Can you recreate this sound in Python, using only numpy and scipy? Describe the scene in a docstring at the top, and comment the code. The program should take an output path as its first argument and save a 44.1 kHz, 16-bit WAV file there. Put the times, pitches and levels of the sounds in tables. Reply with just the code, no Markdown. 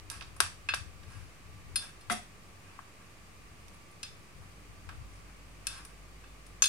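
"""Over steady air hiss, a fridge hum and hand rumble, a steel spoon scrapes, knocks and clinks in an enamel bowl.
The bowl stands on a stone counter, mostly left of a hand-held phone with two ports, in a small hard kitchen.
Short contacts ring the spoon's thin modes and the food-damped bowl; streams of tiny impacts make the scrapes.
Once the bowl rattles on the stone. Echoes and a noise tail place all this in the room.
The air, fan, hum and hand are shaped noise, with a steady-pitched tone for the lowest hum line."""
import sys
import numpy as np
from scipy import signal
from scipy.fft import rfft, irfft, next_fast_len
from scipy.io import wavfile

SR = 44100
rng = np.random.default_rng(int(sys.argv[2]) if len(sys.argv) > 2 else 0)


def elevation(decibels):
    """Turn decibel levels (scalar or array-like) into linear amplitude ratios."""
    levels = np.asarray(decibels, float)
    return 10 ** (levels / 20)


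def wrap_up_sound(samples):
    """Save the sound to the file named by the first command line argument, as 16-bit audio."""
    columns = np.atleast_2d(samples).T
    # keep every value between -1 and 1, then stretch to whole-number steps
    tamed = np.clip(columns, -1, 1)
    steps = np.round(tamed * 32767).astype(np.int16)
    wavfile.write(sys.argv[1], SR, steps)


N = 294588
T = np.arange(N) / SR

# spoon lands in the food-covered bowl: t/s, peak level at 2.4 kHz/dB, tilt/dB per octave,
# arch/dB per octave squared, left minus right/dB
KNOCK_EVENTS = [(.1004, -43, 8.5, -2.2, -24.5), (.1133, -48.5, -3, 5, -10), (0.2102, -39.5, 3, -6.5, -19),
                (0.2164, -64, -17, 6, 19), (0.2231, -41.5, 13.5, -11, -12), (.3641, -55, -5, 5.5, 2.2),
                (.4032, -20, 0.44, 0.33, 21), (.6878, -21, -3, -9.5, 9), (0.7381, -28, -4.5, -4.5, 27.5),
                (0.7419, -33, 11, -4.5, 6), (1.0328, -50.5, 2.2, -5, 9), (1.7576, -30, 5, -2.2, 5),
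                (2.0092, -57, 1.5, 0.3, 6), (2.099, -29, -5.5, -0.8, 19), (2.79, -50, -14.5, -5.5, 23),
                (3.6094, -71, .1, 2.5, -3), (3.6824, -61.5, 9, -3, -27), (3.7328, -66, 3, .6, .1),
                (3.7439, -59, -2, 2.2, -3), (3.912, -72, 1, 4.5, 1.2), (4.0306, -34.5, 7, -4.5, 14),
                (4.4206, -65.5, -11, 7, 10.5), (4.8901, -39, -5, -1.5, 12), (5.669, -35, 7.5, -1.8, 23.5),
                (5.8496, -50.5, 1, 2.5, 14), (6.2394, -52, -7, -3, 6), (6.465, -59.5, 6, 0, 10.5),
                (6.6215, -25, 3, 0, 16.5), (6.6387, -24.5, 9, -4, 7), (6.6564, -30.5, 5, -1.3, 13)]
# ringing modes of the steel spoon: f/Hz, level/dB, t60/s,
# share at the right port (each mode beams its own way, minus = opposite lobe)
SPOON_MODES = [(1545, -9, .13, .45), (1665, -7, .07, .45), (1800, -4, .03, .4), (2600, 0, .19, -1.1),
               (2815, -14, .1, -.7), (3512, 0, .24, .5), (4250, 0, .16, .6), (4716, -5, .13, .6),
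               (5068, -1, .17, .6), (5375, -11, .1, .6), (5852, -6, .07, .6), (6470, 0, .07, -.8),
               (7246, -12, .12, .6), (7531, -3, .12, .6), (8694, -9, .06, .3), (9232, 0, .07, .2),
               (9415, -3, .09, .3), (9680, -7, .06, .3), (9938, -7, .07, .4), (11500, -16, .04, .6)]
# modes of the enamel bowl under its food: f/Hz, level/dB, t60/s
BOWL_MODES = [(350, -19, .02), (620, -12, .01), (1150, 0, .009), (1650, 0, .009), (2600, 0, .006),
              (3650, 0, .004), (4700, 0, .004), (5800, -1, .004), (7700, -3, .004), (8500, -3, .004),
              (9400, 0, .005), (10400, -4, .004), (11700, -9, .003), (13500, -11, .002)]
# first blow of the bowl on the stone: t/s, level/dB
FIRST_BLOW = (2.1, -21)


def unit(x):
    """Scale to rms 1."""
    return x / np.sqrt(np.mean(x ** 2, axis=-1, keepdims=True))


def add(out, s, sound):
    """Mix a sound in at time s, cutting what runs past the end."""
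    i = int(s * SR)
    out[..., i:i + sound.shape[-1]] += sound[..., :N - i]


def shaped(gain, channels):
    """Noise whose spectrum is gain(Hz), rms 1."""
    size = next_fast_len(N)
    hz = np.maximum(np.arange(size // 2 + 1) * SR / size, 1)
    spectrum = rfft(rng.standard_normal((channels, size))) * gain(hz)
    return unit(irfft(spectrum, size)[:, :N])


def peak(hz, width):
    """Gain curve of a resonance, width taken at half amplitude."""
    return lambda f: 1 / (1 + (2 * (f - hz) / width) ** 2)


def swell(s, db, rise_s, fall_s):
    """Gain that climbs evenly in dB to its peak at s and sinks again."""
    swell_db = 21.5  # change within one rise or fall time
    return elevation(db - swell_db * np.maximum((s - T) / rise_s, (T - s) / fall_s))


def ports(sound, pan_db):
    """Rows: left port, right port, and what goes out into the room."""
    return elevation(np.array([[pan_db / 2], [-pan_db / 2], [0]])) * sound


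def alike(hz):
    """Share of a diffuse field's power that both ports hear the same, mostly in the bass."""
    return 0.18 / (1 + (hz / 650) ** 3)


def air():
    """Diffuse air noise: a part common to both ports plus a separate part at each."""
    # f/Hz, relative spectrum level/dB per Hz
    air_rows = [(18, -44), (30, -7), (184, -8.5), (227, -13), (295, -13.5), (600, -16.5), (937, -17.5),
                (1160, -14), (1460, -18), (2410, -14.5), (3400, -23), (8740, -25.5), (16000, -38.5)]
    hz, db = np.transpose(air_rows)

    def colour(f):
        return elevation(np.interp(np.log(f), np.log(hz), db))

    common = elevation(-3.0) * shaped(lambda f: colour(f) * np.sqrt(alike(f)), channels=1)
    separate = shaped(lambda f: colour(f) * np.sqrt(1 - alike(f)), channels=2)
    return elevation(-55) * unit(common + separate)


def fan():
    """Fan noise: resonant bands of noise, separate at each port."""
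    # f/Hz, width/Hz, level/dB
    fan_bands = [(1171, 43, -68.5), (2270, 50, -86.5), (4670, 45, -78.5), (8340, 120, -86)]
    return sum(elevation(db) * shaped(peak(hz, width), channels=2) for hz, width, db in fan_bands)


def hum():
    """Hum lines: very narrow noise bands, the same at both ports."""
    # f/Hz, width/Hz, level/dB
    hum_lines = [(88.4, 2.7, -67.5), (97.2, 4.7, -64.5), (169, 2.9, -75), (295.7, 1.1, -76)]
    return sum(elevation(db) * shaped(peak(hz, width), channels=1) for hz, width, db in hum_lines)


def fridge():
    """Lowest fridge hum: a steady-pitched tone and a narrow noise band that rise and fall together."""
    # level of the tone ahead of its slight pan: t/s, level/dB
    fridge_rows = [(0.0, -70), (.2, -56), (.71, -66), (1.4, -62.5), (2.3, -62), (2.62, -68), (3.68, -60.5),
                   (3.98, -82), (4.5, -60), (4.95, -54), (5.06, -51), (5.19, -55.5), (6.68, -55.5)]
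    level = elevation(np.interp(T, *np.transpose(fridge_rows)))
    tone = np.sqrt(2) * np.sin(2 * np.pi * 49.2 * T)
    throb = 0.36 * shaped(peak(59.4, 6.4), channels=2)
    left, right = level * (tone + throb)
    return ports(np.array([left, right, left]), 0.79)[:2]


def hand():
    """Palm shifts on the phone: swells of low noise, stronger at the left port."""
    # t of peak/s, level ahead of the port gains/dB, rise/s, fall/s
    palm_shifts = [(.24, -52.5, .9, .4), (.45, -49, 0.13, 0.073), (.82, -50, 0.29, 0.15),
                   (1.23, -44.5, .55, .12), (1.51, -50, .14, .24), (1.69, -47.5, .06, 0.24),
                   (2.1, -48.5, .06, .16), (3.68, -56, .05, 0.15), (4.13, -53.5, .05, .14),
                   (4.39, -45.5, .06, 0.093), (4.72, -53.5, 0.065, 0.082), (4.87, -51, .07, .3),
                   (5.02, -48, .3, .11), (5.55, -64, .5, .9)]
    level = sum(swell(*row) for row in palm_shifts)
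    port_gains = elevation(np.array([[4.0], [-9.0]]))
    return level * shaped(peak(86.0, 59.0), channels=2) * port_gains


def background():
    """Everything that is already diffuse or at the phone, so needs no echo."""
    return air() + fan() + hum() + fridge() + hand()


def ring(modes, colour_hz=(1, 2), colour_db=(0, 0), share=1):
    """Response of a body to a tap; where it is struck colours the modes, and neighbours swing opposite ways."""
    hz, db, t60 = np.transpose(modes)[:3, :, None]
    t = np.arange(int(.3 * SR)) / SR
    colour = np.interp(np.log(hz), np.log(colour_hz), colour_db)
    gain = elevation(db + colour) * (-1) ** np.arange(len(hz))[:, None]
    decay = np.exp(-np.log(1000) * t / t60)
    return np.sum(share * gain * decay * np.sin(2 * np.pi * hz * t), axis=0)


def contact(chatter_s):
    """Hard surfaces meet as a click and a brief chatter; energy 1."""
    push = rng.standard_normal(400) * np.exp(-np.arange(400) / (chatter_s * SR))
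    push[0] = 7.5
    return push / np.sqrt(np.sum(push ** 2))


def grit(rate, spread_db):
    """Uneven micro-impacts of either sign, rate per second on average, rms 1."""
    hits = rng.random(N) < rate / SR
    strength = elevation(spread_db * rng.exponential(size=N))
    return unit(hits * strength * rng.choice([-1, 1], N))


def sliding(push, body):
    """A stream of small impacts rings a body, left of the phone."""
    body = body / np.sqrt(np.sum(body ** 2))
    return ports(signal.fftconvolve(push, body)[:N], pan_db=9)


def room_response():
    """Room at the two ports: a few echoes and a noise tail whose decay time depends on pitch."""
    # decay of the kitchen: f/Hz, t60/s
    t60_rows = [(300, 0.22), (2000, 0.3), (8000, 0.33), (14000, 0.16)]
    # echoes off counter and wall: delay/s, left level/dB, right level/dB
    early_echoes = [(.0021, -3, -1), (.0045, -6.5, 2), (.0075, -9, -3.5)]
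    t = np.arange(int(.5 * SR)) / SR
    hz, frames, noise = signal.stft(rng.standard_normal((3, len(t))), SR, nperseg=256)
    common = np.sqrt(alike(hz))[:, None] * noise[2]
    separate = np.sqrt(1 - alike(hz))[:, None] * noise[:2]
    t60_hz, t60_s = np.transpose(t60_rows)
    t60 = np.interp(np.log(hz + 1), np.log(t60_hz), t60_s)
    decay = np.exp(-np.log(1000) * frames / t60[:, None])
    tail = signal.istft((common + separate) * decay, SR, nperseg=256)[1][:, :len(t)]
    tail = tail * np.clip(t / 0.013, 0, 1)  # builds up over 13 ms
    tail = elevation(0.5) * tail / np.sqrt(np.sum(tail ** 2, axis=1, keepdims=True))
    for s, left_db, right_db in early_echoes:
        # rough surfaces smear each echo
        smear = np.array([contact(.0008), contact(.0008)])
        add(tail, s, elevation(np.array([[left_db], [right_db]])) * smear)
    return tail


def kitchen(near):
    """Direct sound, later at the right port, plus what the room sends back."""
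    lag = int(.0002 * SR)  # 0.2 ms, in samples
    # the left port faces the bowl, so its cavity resonance is driven harder
    cavity = elevation(-16.0) * signal.lfilter(*signal.iirpeak(9000, 2.5, SR), near[0])
    direct = np.array([near[0] + cavity, np.roll(near[1], lag)])
    return direct + signal.fftconvolve(room_response(), near[2:])[:, :N]


def thud(chatter):
    """Bowl comes down on the stone: one blow and a short chatter ring the counter."""
    # t of peak/s, level/dB, rise/s, fall/s
    thud_swell = (2.104, -32.5, 0.0087, 0.04)
    # modes of the stone counter: f/Hz, level/dB, t60/s
    counter_modes = [(217, -3, 0.085), (368, -8.5, 0.064), (715, 4, 0.055), (1340, -12, 0.033),
                     (1540, -13, 0.032), (2000, 5.5, 0.014), (2640, -9, 0.028), (3320, 3, 0.0078)]
    push = swell(*thud_swell) * chatter
    blow_s, blow_db = FIRST_BLOW
    add(push, blow_s, elevation(blow_db) * contact(0.00054))
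    sound = sliding(push, ring(counter_modes))
    return signal.sosfilt(signal.butter(2, 150, "high", fs=SR, output="sos"), sound)


def clatter(chatter):
    """The same chatter rings the bowl itself, from the first blow on."""
    # t of peak/s, level/dB, rise/s, fall/s
    clatter_swell = (2.122, -35.5, 0.0331, 0.01)
    push = swell(*clatter_swell) * (T > FIRST_BLOW[0]) * chatter
    return sliding(push, ring(BOWL_MODES, (2000, 8300), (-6, 3)))


def rubbed(bass_db, treble_db):
    """Bowl and, more faintly, spoon as a rub excites them, weighted below 2.6 and above 3.65 kHz."""
    colour_hz, colour_db = (2600, 3650), (bass_db, treble_db)
    return ring(BOWL_MODES, colour_hz, colour_db) + elevation(-25) * ring(SPOON_MODES, colour_hz, colour_db)


def scrapes():
    """Spoon drags along the wall or through the food: swelling grit rings bass and treble modes apart."""
    # t of peak/s, level of the bass part ahead of the pan/dB, rise/s, fall/s, treble over bass/dB
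    drags = [(.105, -52.5, .006, 0.13, -1.5), (1.12, -62, .1, 0.26, -4.5), (1.825, -55.5, .04, 0.11, -2.5),
             (2.7, -63.5, .12, 0.15, -12), (3.02, -67.5, .18, .07, -11), (5.14, -76, .1, 0.11, 5),
             (5.3, -68.5, 0.18, 0.061, -18), (5.69, -58.5, 0.033, 0.11, 2), (5.78, -55.5, .14, .045, -5),
             (5.91, -67, .1, .05, -14)]
    drag = grit(2500., 2.3)
    bass = sum(swell(*row[:4]) for row in drags)
    treble = sum(elevation(row[4]) * swell(*row[:4]) for row in drags)
    return sliding(bass * drag, rubbed(0, -67)) + sliding(treble * drag, rubbed(-78, 0))


def knocks():
    """Food damps the bowl within a few cycles; each port catches its own chatter, the room a bare click."""
    out, hz = np.zeros((3, N)), np.array(BOWL_MODES)[:, 0]
    octaves = np.log2(np.clip(hz, 1100, 9000) / 2400)
    for s, db, tilt_db, arch_db, pan_db in KNOCK_EVENTS:
        body = ring(BOWL_MODES, hz, db + tilt_db * octaves + arch_db * octaves ** 2)
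        pushes = np.array([contact(0.0034), contact(0.0011), np.eye(400)[0]])
        add(out, s, ports(signal.fftconvolve(body[None], pushes), pan_db))
    return out


def clinks():
    """Spoon modes ring from the nearest knock until the next damps them; the bowl shades them from the room."""
    # spoon strikes the rim: t/s (moved to the nearest knock), strike level at 4.7 kHz/dB, tilt/dB per octave,
    # f the struck spot favours or mutes/Hz, by how much/dB
    strikes = [(.688, -39.5, -4, 2603, 11), (1.757, -30.5, 11.5, 6770, -23), (2.01, -61, 4, 6800, -17),
               (4.031, -49, -4, 5800, 10.5), (5.668, -45, 2.5, 2850, 11), (6.239, -69, -13, 3500, 4),
               (6.621, -35, -7, 6620, 28), (6.639, -38, -3, 3500, 12), (6.657, -35, 1.2, 3500, 8)]
    out = np.zeros((3, N))
    landings = np.append(np.array(KNOCK_EVENTS)[:, 0], np.inf)
    modes = np.array(SPOON_MODES)
    hz = modes[:, 0]
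    reach = np.clip(hz, 2600, 9300)
    shares = (1, modes[:, 3:], elevation(-12))  # left port, right port, room
    for s, db, tilt_db, spot_hz, spot_db in strikes:
        k = np.argmin(abs(landings - s))
        # the favour of the struck spot fades over 0.29 octave
        spot = spot_db * np.exp(-(np.log2(reach / spot_hz) / 0.29) ** 2)
        colour = db + tilt_db * np.log2(reach / 4700) + spot
        body = np.array([ring(SPOON_MODES, hz, colour, share) for share in shares])
        age_s = np.arange(body.shape[1]) / SR
        damped_s = np.maximum(age_s - (landings[k + 1] - landings[k]), 0)
        add(out, landings[k], body * np.exp(-damped_s / 0.0042))
    return out


def scene():
    """Everything at the bowl passes through the room; the background is already diffuse or at the phone."""
    chatter = grit(6000., 1.5)
    small = scrapes() + clatter(chatter) + knocks() + clinks()
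    # spoon and bowl are too small to radiate bass, and no contact is short enough for the top octave
    band = signal.butter(2, (280, 15000), "band", fs=SR, output="sos")
    small = signal.sosfilt(band, small)
    return kitchen(small + thud(chatter)) + background()


def low_pass(x):
    """Removes everything above the highest recorded frequency."""
    return signal.sosfilt(signal.butter(12, 16510, fs=SR, output="sos"), x)


def record(dry):
    """The phone cuts the top above 15.8 kHz and its converter adds a small constant offset."""
    top_cut = signal.ellip(6, .3, 30, 15800, fs=SR, output="sos")
    mix = signal.sosfilt(top_cut, dry) + 0.00099
    return low_pass(mix)


dry = scene()
out = record(dry)
wrap_up_sound(out)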